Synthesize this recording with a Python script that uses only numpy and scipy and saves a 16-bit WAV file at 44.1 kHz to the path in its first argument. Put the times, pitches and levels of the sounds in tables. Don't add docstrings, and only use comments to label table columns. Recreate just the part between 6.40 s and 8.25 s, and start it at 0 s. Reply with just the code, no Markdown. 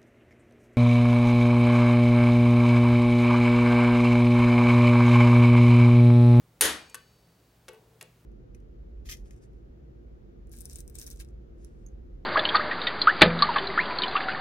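import sys
import numpy as np
from scipy import signal
from scipy.fft import rfft, irfft
from scipy.io import wavfile

SR = 44100
rng = np.random.default_rng(int(sys.argv[2]) if len(sys.argv) > 2 else 0)


def digitize_waveform(pressure):
    field = np.atleast_2d(pressure).T
    bounded = np.clip(field, -1, 1)
    quanta = np.round(bounded * 32767).astype(np.int16)
    wavfile.write(sys.argv[1], SR, quanta)


N = 81585

# start in seconds, then crack, punch, hammer and vise levels in dB.
HAMMER_HITS = [(0.2098, -13, -17.5, -35, -34), (.2128, -18, -50.5, -58.5, -48.5),
               (.2213, -20.5, -40, -51.5, -50), (.2540, -23, -38, -29.5, -36.5)]
# frequency in Hz, level in dB, t60 in seconds.
PUNCH_MODES = [(3032, -19, .26), (4700, -6, .035), (6100, -6, .03), (6513, -17, .2), (7391, -19, .2),
               (8904, -12, .06), (9487, -6, .13), (9569, -3, .13), (9815, -11, .14), (10297, -10, .11),
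               (10938, -3, .1), (11455, -12, .15), (11836, -16, .16)]
VISE_MODES = [(372, -8, .18), (441, -3, .15), (506, -2, .14), (635, -7, .11), (868, -5.5, .19),
              (1140, -6, .12), (1511, -12, .1), (1945, -8, .09), (2200, -8, .11), (2600, -11, .1),
              (2880, -8, .1), (3250, -10, .06)]

SLOW_RISE_S = .02
CONTACT_LOW_HZ = 260.1


def undb(db):
    return 10 ** (np.asarray(db) / 20)


def db_at(table, hz):
    rows = np.array(table, float)
    return np.interp(np.log(np.maximum(hz, 1)), np.log(rows[:, 0]), rows[:, 1])


def fade(t, t60):
    return np.exp(-np.log(1000) * t / t60)


def low_cut(x, hz):
    return signal.sosfilt(signal.butter(3, hz, "high", fs=SR, output="sos"), x)


def add(out, start_s, sound):
    i = int(start_s * SR)
    out[:, i:i + sound.shape[1]] += sound[:, :N - i]


def noise(spectrum, size, width=.36, colour_db=0):
    # frequency in Hz, side over mid in dB.
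    side_spectrum = [(50, -31.5), (150, -25.5), (330, -15.5), (700, -4), (3000, -6), (6000, -6.5),
                     (10000, -17)]
    hz = np.fft.rfftfreq(size, 1 / SR)
    gain = undb(db_at(spectrum, hz) + colour_db)
    phasors = np.exp(2j * np.pi * rng.random((2, len(hz))))
    side_gain = width * undb(db_at(side_spectrum, hz))
    mid, side = irfft(gain * phasors * [np.ones(len(hz)), side_gain], size)
    return np.array([mid + side, mid - side]) / mid.std()


def ring(modes, size, t60_scale=1, rise_s=0.000091):
    t = np.arange(size) / SR
    out = np.zeros((2, size))
    for hz, db, t60 in modes:
        lag_rad = 0.11 * rng.standard_normal() * np.array([[1], [-1]])
        out += undb(db) * fade(t, t60 * t60_scale) * np.sin(2 * np.pi * hz * t + lag_rad)
    return out * (1 - np.exp(-t / rise_s))


def scatter(modes, spread_db=3):
    return [(hz, db + spread_db * rng.standard_normal(), t60) for hz, db, t60 in modes]


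def background():
    # frequency in Hz, relative level in dB.
    air_spectrum = [(25, -21), (55, 1.5), (90, -8.5), (160, -4), (260, -9.5), (480, -11.5), (900, -18),
                    (2000, -23.5), (5000, -28), (11000, -31), (15000, -31.5), (16000, -25.5)]
    hum_tones = [(117.5, -1), (161, -6)]
    # time in seconds, level in dB.
    hum_envelope = [(0, -67.5), (.12, -62.5), (.19, -85.5), (.6, -67.5), (1.1, -70), (1.35, -71),
                    (1.55, -64.5), (1.7, -62.5), (1.85, -65)]
    t = np.arange(N) / SR
    knots_s = np.linspace(0, t[-1], 24)
    envelope_db = np.interp(t, *np.array(hum_envelope).T)
    out = undb(-63) * noise(air_spectrum, N, width=.8)
    for hz, db in hum_tones:
        waver_db = np.interp(t, knots_s, -0.5 * rng.standard_normal(len(knots_s)))
        drift_rad = np.interp(t, knots_s, 0.66 * rng.standard_normal(len(knots_s)))
        out += undb(db + envelope_db + waver_db) * np.sqrt(2) * np.sin(2 * np.pi * hz * t + drift_rad)
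    return out


def room(x):
    t = np.arange(SR // 2) / SR
    hz = np.fft.rfftfreq(len(t), 1 / SR)
    diffuse = noise([(100, 0), (3500, 0), (16000, -14)], len(t), width=1)
    treble = irfft(rfft(diffuse) * (hz > 5000), len(t))
    response = (diffuse - treble) * fade(t, t60=.35) + treble * fade(t, t60=.28)
    response *= 1 - np.exp(-t / .004)
    response /= np.sqrt(np.sum(response[0] ** 2))
    return undb(-13) * signal.fftconvolve(x, response, axes=1)[:, :N]


def rubbing():
    # frequency in Hz, relative density in dB.
    spectrum = [(100, -25.5), (300, -6), (440, 8), (600, -9.5), (900, -4.5), (1500, -24), (6000, -37.5)]
    # time in seconds, level in dB.
    envelope = [(1.28, -80.5), (1.34, -60), (1.42, -69.5), (1.52, -69.5), (1.66, -73.5), (1.76, -87)]
    level_db = np.interp(np.arange(N) / SR, *np.array(envelope).T)
    return noise(spectrum, N) * undb(level_db)


def punch_ticks():
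    # start in seconds, click level in dB, tilt in dB per octave, favoured band in Hz,
    # click t60 in seconds, then punch, shaft and vise levels in dB.
    touches = [(.4972, -50.5, 3, 7200, 0.034, -79.5, -83.5, -59.5),
               (0.5447, -35, 3, 1480, 0.04, -35.5, -39, -56.5),
               (0.5533, -37, 4, 9400, 0.011, -56, -59, -65),
               (1.2827, -42.5, -4, 4400, 0.031, -49, -75, -45),
               (1.2866, -42, -2, 592, 0.034, -72, -65, -65),
               (1.3331, -60, 10, 11000, 0.034, -72, -60, -56.5),
               (1.3443, -59, -2.5, 480, 0.045, -78, -83, -65), (1.611, -37, 1, 2523, .025, -60, -68, -67),
               (1.6153, -50, -3, 9000, 0.019, -66, -74, -72), (1.6202, -49, -7, 552, 0.065, -62, -63, -74),
               (1.6266, -40, 6, 8250, 0.011, -60, -71, -60.5)]
    # frequency in Hz, relative density in dB.
    click_spectrum = [(60, -47), (250, -13), (600, -6.5), (1600, -1), (3000, -2), (5000, -4), (8000, -4.5),
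                      (11500, -7), (13500, -16), (16000, -27)]
    # frequency in Hz, level in dB, t60 in seconds.
    shaft_modes = [(1141, -5, .06), (1290, -12, .06), (1529, 0, .055), (1610, -5, .05), (1790, -3, .05),
                   (2611, -15, .13), (2950, -16, .12)]
    band_db, band_octaves = 6, 0.54
    out, size = np.zeros((2, N)), SR // 3
    t, hz = np.arange(size) / SR, np.fft.rfftfreq(size, 1 / SR)
    for start_s, click_db, tilt_db, band_hz, t60, punch_db, shaft_db, vise_db in touches:
        octaves = np.log2(np.maximum(hz, CONTACT_LOW_HZ) / band_hz)
        colour_db = tilt_db * octaves + band_db * np.exp(-(octaves / band_octaves) ** 2)
        click = undb(click_db) * noise(click_spectrum, size, colour_db=colour_db) * fade(t, t60)
        punch = undb(punch_db) * ring(scatter(PUNCH_MODES), size, t60_scale=.2)
        shaft = undb(shaft_db) * ring(shaft_modes, size)
        vise = undb(vise_db) * ring(scatter(VISE_MODES), size, rise_s=0.0026)
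        add(out, start_s, click + punch + shaft + vise)
    return out


def swelling_echo():
    # band centre in Hz, relative density in dB, t60 in seconds.
    bands = [(30, -21, 0.51), (59.4, -3.5, 0.71), (150, -9.5, .5), (320, 4.5, 0.36), (480, 1, 0.36),
             (754, -4, 0.45), (1290, -2.5, 0.42), (1850, 5, 0.34), (2400, -5.5, 0.42), (3400, 1.5, 0.34),
             (4800, -7.5, 0.39), (6700, -4, 0.27), (8700, -10, 0.34), (9750, -0.5, .23), (11200, -4, 0.26),
             (12700, -14, .22), (16000, -24, .22)]
    # frequency in Hz, level in dB, t60 in seconds.
    low_tones = [(54, -54, .65), (76, -49, .3), (306, -32, .36), (441, -28, .24), (517, -33, .25),
                 (870, -41, .42), (1511, -29, .27), (1873, -26.5, .29), (2418, -43, .72), (2428, -44, .68)]
    steel_modes = [(2950, -9, 2.2), (3774, -10, 2.1), (4048, -7, 2.1), (4535, -8, 1.8), (4554, -2, 2.4),
                   (5050, -12, 2), (5432, -7, 1.9), (6471, -4, 1.6), (6788, -6, 1.4), (7967, -6, 1.5),
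                   (8090, -5, .9), (8900, -6, 1.1)]
    start_s, hold_s = HAMMER_HITS[0][0], 0.038
    out, t = np.zeros((2, N)), np.arange(SR) / SR
    spectrum, hz = rfft(noise(bands, SR, width=1)), np.fft.rfftfreq(SR, 1 / SR)
    centres_hz = np.array(bands)[:, 0]
    for share, (centre_hz, _, t60) in zip(np.eye(len(bands)), bands):
        band = irfft(spectrum * np.interp(hz, centres_hz, share), SR)
        rise_s = 0.025 * (1000 / centre_hz) ** 0.24
        envelope = (1 - np.exp(-t / rise_s)) * fade(np.maximum(t - hold_s, 0), t60)
        add(out, start_s, undb(-22) * band * envelope)
    add(out, start_s, ring(low_tones, N, rise_s=SLOW_RISE_S))
    add(out, start_s, undb(-57) * ring(steel_modes, N))
    return out


def hammer_blow():
    # frequency in Hz, relative density in dB.
    crack_spectrum = [(100, -15.5), (400, -17.5), (1200, -2.5), (2500, -0.5), (5000, -4), (7500, -2),
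                      (10500, 3.5), (13000, -0.5), (16000, -13.5)]
    # frequency in Hz, level in dB, t60 in seconds.
    hammer_modes = [(6513, -10, .15), (10836, 0, .15)]
    out, size = np.zeros((2, N)), SR // 2
    t = np.arange(size) / SR
    for start_s, crack_db, punch_db, hammer_db, vise_db in HAMMER_HITS:
        crack = undb(crack_db) * noise(crack_spectrum, size) * fade(t, t60=.03)
        punch = undb(punch_db) * ring(PUNCH_MODES, size)
        hammer = undb(hammer_db) * ring(hammer_modes, size)
        vise = undb(vise_db) * ring(VISE_MODES, size, rise_s=SLOW_RISE_S)
        add(out, start_s, crack + punch + hammer + vise)
    return out


def scene():
    # frequency in Hz, left minus right in dB.
    balance = [(70, -1), (170, 2), (350, 3), (700, 4), (1400, 3.3), (2800, 0.54), (5500, 1.6), (13000, 0.6)]
    contacts = low_cut(hammer_blow() + punch_ticks() + rubbing(), CONTACT_LOW_HZ)
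    work = contacts + room(contacts) + swelling_echo()
    balance_db = db_at(balance, np.fft.rfftfreq(N, 1 / SR))
    ear_gains = undb(np.array([balance_db, -balance_db]) / 2)
    return irfft(rfft(work) * ear_gains, N) + background()


def record(dry):
    low_pass = signal.ellip(10, .2, 80, 16100, fs=SR, output="sos")
    return signal.sosfilt(low_pass, low_cut(dry, 36))


dry = scene()
out = record(dry)
digitize_waveform(out)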